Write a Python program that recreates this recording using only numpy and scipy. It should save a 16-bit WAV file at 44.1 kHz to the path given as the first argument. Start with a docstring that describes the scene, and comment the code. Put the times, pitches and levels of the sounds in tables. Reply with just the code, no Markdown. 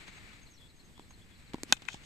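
"""A bat cracks against a ball on an open cricket ground, after footfalls, a bounce and a swish. A wall far to
the left returns a woody clack 160 ms later; one grainy shoe scrape follows, and a brief grainy swell of noise
closes the scene. Small birds chirp in the distance over a hush, light wind and a soft rustle. Impacts are
coloured noise bursts with decaying sines; birds are gliding sines; the air is steady coloured noise with slowly
wandering levels."""
import sys
import numpy as np
from scipy import signal
from scipy.fft import rfft, irfft
from scipy.io import wavfile
from scipy.ndimage import uniform_filter1d

SR = 44100
rng = np.random.default_rng(int(sys.argv[2]) if len(sys.argv) > 2 else 0)


def inscribe(sig):
    """Save sig as 16-bit PCM at rate SR to the path in sys.argv[1].

    A 1-D sig is mono; a 2-D sig holds one channel per row.
    Samples are clipped to [-1, 1] before scaling.
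    """
    pcm = np.round(np.clip(np.atleast_2d(sig).T, -1, 1) * 32767)
    wavfile.write(sys.argv[1], SR, pcm.astype(np.int16))


N = 90404
T = np.arange(N) / SR  # time axis, s
HIT_S = 1.7239  # contact of bat and ball
# spectrum of the crack, shared by bat and wall: freq_hz, level_db
CRACK_SPECTRUM = [(60, -35), (200, -15.5), (390, -24.5), (800, -5), (1180, -14.5), (1550, -4),
                  (2100, -16.5), (2700, -12), (3650, -4), (4900, -15), (5800, -10), (7500, -9),
                  (9500, -22.5), (13600, -34.5), (16000, -44)]


def bat():
    """Impact excitation: a hard broadband crack, a bright snap, a reflection off the pitch, and modal ringing."""
    # dull reflection of the crack off the pitch: freq_hz, level_db
    pitch_spectrum = [(250, -1), (2500, -7), (5000, -14)]
    crack_db, crack_rise_s, crack_decay_s = 22, 0.0009826, 0.00094
    snap_hz, snap_db, snap_peak_s = 3664, -11.5, 0.00046
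    pitch_delay_s, pitch_db = 0.0032, -7
    ring_delay_s, ring_rise_s, grip_s = 0.001599, 0.003, 0.009

    crack = amp(crack_db) * colour(burst(crack_rise_s, crack_decay_s), CRACK_SPECTRUM)
    t = T[:SR // 10]
    snap_shape = (t / snap_peak_s) ** 2 * np.exp(2 - 2 * t / snap_peak_s)
    snap = snap_shape * np.sin(2 * np.pi * snap_hz * t)
    add(crack, crack_rise_s, amp(snap_db) * snap)

    out = np.zeros((2, N))
    add(out, HIT_S, crack)
    add(out, HIT_S + pitch_delay_s, amp(pitch_db) * colour(crack, pitch_spectrum))
    add(out, HIT_S + ring_delay_s, ring(ring_rise_s, grip_s))
    return out


def ring(rise_s, grip_s):
    """Modal superposition: blade and ball modes ring with random phases until the grip damps them."""
    # modes of bat and ball, t60 before grip damping: freq_hz, level_db, t60_s, left_over_right_db
    bat_modes = [(229, -24, 0.039, 0), (683, -33, 0.028, 3), (1036, -24.5, 0.029, 2), (1525, -22, 0.02, -7),
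                 (2040, -25, 0.03, 5), (2413, -21.5, 0.017, 8), (2552, -11.5, 0.023, 7.5),
                 (3126, -15, 0.024, 3), (3546, -14, 0.02, 7), (6000, -26, 0.012, 0), (6990, -21, 0.0071, 1),
                 (8250, -18, .008, 0)]
    right_lead_s = 0.00002
    t = T[:SR // 10]
    swell = np.minimum(t / rise_s, 1) * np.exp(-(t / grip_s) ** 2)
    ear_t = np.array([t, t + right_lead_s])
    modes = np.zeros((2, len(t)))
    for hz, db, t60, pan_db in bat_modes:
        decay = np.exp(-np.log(1000) * ear_t / t60)
        swing = np.sin(2 * np.pi * (hz * ear_t + rng.random()))
        modes += pan(pan_db) * amp(db) * decay * swing
    return swell * modes


def wall():
    """Delayed specular reflection: the far wall returns a blurred crack and a quick woody ring."""
    # reflectivity of the wall: freq_hz, level_db
    wall_spectrum = [(200, -10), (700, -12), (1000, 1), (1380, 8), (1650, 0), (2080, 12), (2600, 2),
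                     (3600, -7.5), (12000, -8)]
    delay_s, pan_db, crack_db, ring_db = 0.1609, 9, 1, -20.5
    rise_s, crack_decay_s, grip_s = 0.00128, 0.002, 0.0075
    out = np.zeros((2, N))
    crack = colour(burst(2 * rise_s, crack_decay_s), CRACK_SPECTRUM)
    add(out, HIT_S + delay_s, amp(crack_db) * crack)
    add(out, HIT_S + delay_s, amp(ring_db) * ring(rise_s, grip_s))
    return pan(pan_db) * colour(out, wall_spectrum)


def bounce():
    """Elastic impact: the ball slaps the hard pitch and gives a hollow, damped thump as it springs back."""
    # gritty slap of ball on pitch: freq_hz, level_db
    slap_spectrum = [(200, -13), (650, -4.5), (1300, -8.5), (2400, -3.5), (3500, -7.5), (4500, 0.5),
                     (5300, -9.5), (7300, 0.5), (9500, -11.5), (15000, -21.5)]
    bounce_s, slap_db, slap_decay_s = 1.6333, -4.5, 0.00185
    out = np.zeros((2, N))
    add(out, bounce_s, amp(slap_db) * colour(burst(0.00038, slap_decay_s), slap_spectrum))
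    add(out, bounce_s, -thump(db=-24, hz=287, t60=0.017))
    return out


def feet():
    """Compound impact: each footfall sums a damped thud, a knock of the sole and a crunch of grit."""
    # footfalls: start_s, thud_db, thud_hz, knock_db, grit_db, knock_decay_s
    footfalls = [(.080, -50, 200, -17.5, -18, 0.004), (.978, -41, 203, -20, -27, 0.0012),
                 (0.9946, -37, 304, -12, -24.5, 0.0018), (1.106, -54, 200, -20, -26, .008),
                 (1.534, -40, 200, -13, -13.5, 0.0031), (1.5427, -19, 271, 0, -15, 0.0023),
                 (1.555, -37, 260, -17, -26.5, 0.0052), (1.582, -39, 230, -16.5, -29, 0.0023),
                 (1.82, -47, 240, -16.5, -18.5, 0.0032), (1.9431, -31.5, 169, -3.5, -20, 0.0029)]
    # sole knock, then grit crunch: freq_hz, level_db
    knock_spectrum = [(80, -8.5), (330, -4), (550, -15.5), (720, -2.5), (950, 1.5), (1300, -12),
                      (2500, -42)]
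    grit_spectrum = [(200, 3.5), (900, -6), (1700, 1), (4300, -2.5), (5500, -11.5), (7500, -11),
                     (14000, -32)]
    out = np.zeros((2, N))
    for s, thud_db, thud_hz, knock_db, grit_db, decay in footfalls:
        add(out, s, thump(thud_db, thud_hz, t60=0.016))
        add(out, s, amp(knock_db) * colour(burst(0.0011, decay), knock_spectrum))
        # the crunch of grit outlasts the knock
        add(out, s, amp(grit_db) * colour(burst(0.00052, 1.87 * decay), grit_spectrum))
    return out


def thump(db, hz, t60):
    """Damped oscillation: a low push of the ground that dies exponentially."""
    t = T[:SR // 10]
    onset = np.minimum(t * hz * 2, 1)  # rises over half a cycle
    decay = np.exp(-np.log(1000) * t / t60)
    return amp(db) * onset * decay * np.sin(2 * np.pi * hz * t)


def swish():
    """Aerodynamic noise: the moving bat makes a rush of air just before contact."""
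    # rush of air: freq_hz, level_db
    swish_spectrum = [(60, -14), (220, 5.5), (500, -11.5), (1200, -11.5), (2500, -8.5), (5000, -14.5),
                      (8000, -22.5), (14000, -33)]
    # one swell of noise: centre_s, half_length_s, level_db
    swish_swell = (1.702, .024, -35)
    return sweep(*swish_swell, swish_spectrum)


def grainy_noises():
    """Roughly modulated noise: one grainy shoe scrape, then a brief grainy swell at the end."""
    # a shoe scrape, then a brief swell: centre_s, half_length_s, level_db
    grainy_swells = [(1.934, 0.033, -43), (2.042, 0.016, -48.5)]
    # shared spectrum of scrape and swell: freq_hz, level_db
    grainy_spectrum = [(300, -8.5), (1500, -25), (3100, 2.5), (4800, -7.5), (7000, -3.5), (9500, -24),
                       (14000, -38)]
    grain_db = 3
    swells = sum(sweep(*row, grainy_spectrum) for row in grainy_swells)
    return swells * amp(grain_db * drift(N, size=60))


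def sweep(s, width, db, spectrum):
    """Amplitude modulation: coloured noise swells and fades under a Gaussian envelope."""
    return amp(db) * colour(noise(N), spectrum) * np.exp(-((T - s) / width) ** 2)


def ground(knocks, stroke):
    """Diffuse scattering: grass blurs every knock; the stroke raises faint echoes and a soft tail from the trees."""
    # faint echoes of the stroke: delay_s, level_db, left_over_right_db, smear_s
    echo_rows = [(.04, -34, 2, 0.007), (0.095, -37, -2, 0.0078), (.1265, -37, 0.5, .002),
                 (.151, -33, 7, .014), (0.2, -36, 8, .008)]
    # echoes and tail, then grass scatter: freq_hz, level_db
    echo_spectrum = [(700, 1), (1600, -3), (3000, 3), (3900, -5), (9000, -8)]
    scatter_spectrum = [(200, -4), (600, 15), (2000, 4), (5000, 5.5), (14000, 17)]
    scatter_db, scatter_decay_s = -29, 0.019
    tail_delay_s, tail_db, tail_rise_s, tail_decay_s = 0.15, -29, 0.02, 0.027

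    echoes = np.zeros((2, N))
    for delay, db, pan_db, smear in echo_rows:
        add(echoes, delay, amp(db) * pan(pan_db) * burst(smear / 2, smear))
    add(echoes, tail_delay_s, amp(tail_db) * pan(db=3) * burst(tail_rise_s, tail_decay_s))
    grass = amp(scatter_db) * pan(db=7.5) * convolve(knocks, burst(0.0016, scatter_decay_s))
    return colour(convolve(stroke, echoes), echo_spectrum) + colour(grass, scatter_spectrum)


def birds():
    """Frequency modulation: distant tweets and chirps glide down, whistles stay level, and trees blur them all."""
    # thin high tweets, all ending on one pitch: start_s
    tweet_starts = [0.065, 0.152, 0.411, 0.497, 0.75, 0.835, 1.088]
    # steeply falling chirps: start_s, end_hz
    chirp_rows = [(.456, 3850), (0.534, 5290), (0.563, 3810), (0.684, 3770), (.79, 3820), (1.018, 3770),
                  (1.126, 3850), (1.347, 3770), (1.46, 3820)]
    # a second bird's level whistles: start_s, length_s, level_db
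    whistle_rows = [(.305, 0.042, -65.5), (.57, 0.12, -64), (.94, 0.093, -66), (1.19, 0.058, -67),
                    (1.3, 0.053, -66.5)]
    wet_db, tail_s = -6.5, 0.047
    out = np.zeros((2, N))
    # fall is in Hz per second, waver a fraction of the pitch
    for s in tweet_starts:
        add(out, s, note(length=0.04, end_hz=6316, db=-64.5, fall=6170, waver=0.01))
    for s, end_hz in chirp_rows:
        add(out, s, note(length=0.029, end_hz=end_hz, db=-63.5, fall=27000, waver=0.024))
    for s, length, db in whistle_rows:
        add(out, s, pan(db=6.5) * note(length, end_hz=3380, db=db, fall=0, waver=0.027))
    blurred = convolve(out, burst(0.0046, tail_s))
    return pan(db=4.5) * (out + amp(wet_db) * blurred)


def note(length, end_hz, db, fall, waver):
    """Phase integration: a fluttering bird note follows a pitch that glides to end_hz and wavers."""
    flutter_db = 3.5
    t = T[:int(length * SR)]
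    hz = (end_hz + fall * (length - t)) * (1 + waver * drift(len(t), size=50))
    level = amp(db + flutter_db * drift(len(t), size=120))
    swell = np.sin(np.pi * t / length)
    return level * swell * np.sin(2 * np.pi * np.cumsum(hz) / SR)


def air():
    """Stationary noise with slow modulation: an outdoor hush, wind on the microphone and a varying rustle."""
    # hush, wind and rustle: freq_hz, level_db
    hush_spectrum = [(20, -3.5), (45, -1), (200, -7), (550, -21.5), (1350, -26), (1900, -21), (2400, -26.5),
                     (3900, -24), (5900, -33), (7000, -31), (7900, -24), (9600, -41.5), (14000, -40.5)]
    wind_spectrum = [(15, -3), (45, -5), (100, -13.5), (250, -21), (1000, -45.5)]
    rustle_spectrum = [(200, 0.5), (600, -11.5), (1300, -6), (2300, 1), (3200, -9), (4200, -7.5),
                       (5500, -19.5), (8000, -15), (10000, -35), (14000, -41)]
    # course of the rustle: time_s, level_db
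    rustle_course = [(0, -52.5), (.12, -54.5), (.36, -57), (.5, -67.5), (.8, -74.5), (1.25, -67.5),
                     (1.45, -63), (1.6, -61.5), (1.8, -61.5), (2.05, -60)]
    hush_db, hush_flicker_db = -58, 1.28
    wind_db, wind_gust_db, wind_pan_db = -64, 0.5, 2
    rustle_flicker_db, rustle_pan_db = 1.34, 5

    hush_gain = amp(hush_db + hush_flicker_db * drift(N, size=900))
    hush = hush_gain * unit(colour(noise(N), hush_spectrum))
    wind_gain = amp(wind_db + wind_gust_db * drift(N, size=4000)) * pan(wind_pan_db)
    wind = wind_gain * unit(colour(noise(N), wind_spectrum, size=8192))
    rustle_db = np.interp(T, *np.transpose(rustle_course)) + rustle_flicker_db * drift(N, size=400)
    rustle = amp(rustle_db) * pan(rustle_pan_db) * unit(colour(noise(N), rustle_spectrum))
    return hush + wind + rustle


def ports(pair):
    """Partial coherence: blends two unrelated signals into what the two microphone ports hear."""
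    # left-right likeness: freq_hz, likeness (0 to 1)
    likeness = [(30, 0.66), (200, 0.91), (800, 0.87), (1500, 0.058), (2500, 0.071), (4200, 0.14),
                (7000, 0.85), (14000, 1)]
    # phase by which left leads: freq_hz, lead_rad
    phase_lead = [(30, -1.1), (250, -0.85), (900, -0.97), (2000, -0.92), (4000, 0.77), (8000, 0.11)]
    hz = np.fft.rfftfreq(pair.shape[1], 1 / SR)
    left, other = rfft(pair)
    same = np.clip(read(likeness, hz), -1, 1)
    blend = same * left + np.sqrt(1 - same ** 2) * other
    right = blend * np.exp(-1j * read(phase_lead, hz))
    return irfft(np.array([left, right]), pair.shape[1])


def burst(rise_s, decay_s, size=8192, count=3):
    """Impulsive excitation: a puff of noise with a fairly even spectrum and energy 1 on each side."""
    t = np.arange(size) / SR
    shape = np.minimum(t / rise_s, 1) * np.exp(-np.maximum(t - rise_s, 0) / decay_s)
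    x = rng.standard_normal((2, size)) * shape
    # alternate between shaping in time and flattening the spectrum
    for _ in range(count):
        phase = np.angle(rfft(x * np.sqrt(shape)))
        x = irfft(np.exp(1j * phase))
    x = ports(x) * shape ** .5
    return x / np.linalg.norm(x, axis=1, keepdims=True)


def noise(size):
    """Random excitation: white noise, partly coherent between the two ports."""
    return ports(rng.standard_normal((2, size)))


def drift(length, size):
    """Low-pass smoothing: twice-averaged noise gives a slow random wander of rms 1."""
    x = uniform_filter1d(rng.standard_normal(length), size)
    return unit(uniform_filter1d(x, size))


def colour(x, points, size=2048):
    """Minimum-phase filtering: the Hilbert transform of the log gain yields a causal response."""
    log_gain = np.log(amp(read(points, abs(np.fft.fftfreq(size, 1 / SR)))))
    spectrum = np.exp(np.conj(signal.hilbert(log_gain)))
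    return convolve(x, np.fft.ifft(spectrum).real[:size // 2])


def convolve(x, response):
    """Linear superposition: convolution, cut to at most the length of the scene."""
    return signal.fftconvolve(x, np.atleast_2d(response), axes=1)[:, :N]


def read(points, hz):
    """Logarithmic pitch scale: interpolates a table on a log-frequency axis."""
    f, value = np.transpose(points)
    return np.interp(np.log(hz + 1), np.log(f + 1), value)


def amp(db):
    """Decibel law: level to amplitude gain."""
    return 10 ** (np.asarray(db) / 20)


def unit(x):
    """Normalization of power: scales to rms 1."""
    return x / np.sqrt(np.mean(x ** 2) + 1e-20)


def pan(db):
    """Interaural level difference: gains that put left above right by db."""
    return amp(np.array([[db], [-db]]) / 2)


def add(mix, s, sound):
    """Superposition: mixes a sound in at time s."""
    part = mix[:, max(round(s * SR), 0):][:, :sound.shape[-1]]
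    part += sound[..., :part.shape[1]]


def scene():
    """Superposition of sources: the stroke and its echoes over the sounds of the field."""
    stroke = bat()
    knocks = stroke + bounce() + feet()
    echoes = ground(knocks, stroke) + wall()
    return knocks + echoes + swish() + grainy_noises() + birds() + air()


def record(dry):
    """Saturation and band limiting: the peak of the crack clips, then a low-pass removes the top."""
    ceiling, edge_hz = 0.85, 14600
    low_pass = signal.firwin(255, edge_hz, window=("kaiser", 8), fs=SR)
    return signal.oaconvolve(np.clip(dry, -ceiling, ceiling), low_pass[None], "same")


dry = scene()
out = record(dry)
inscribe(out)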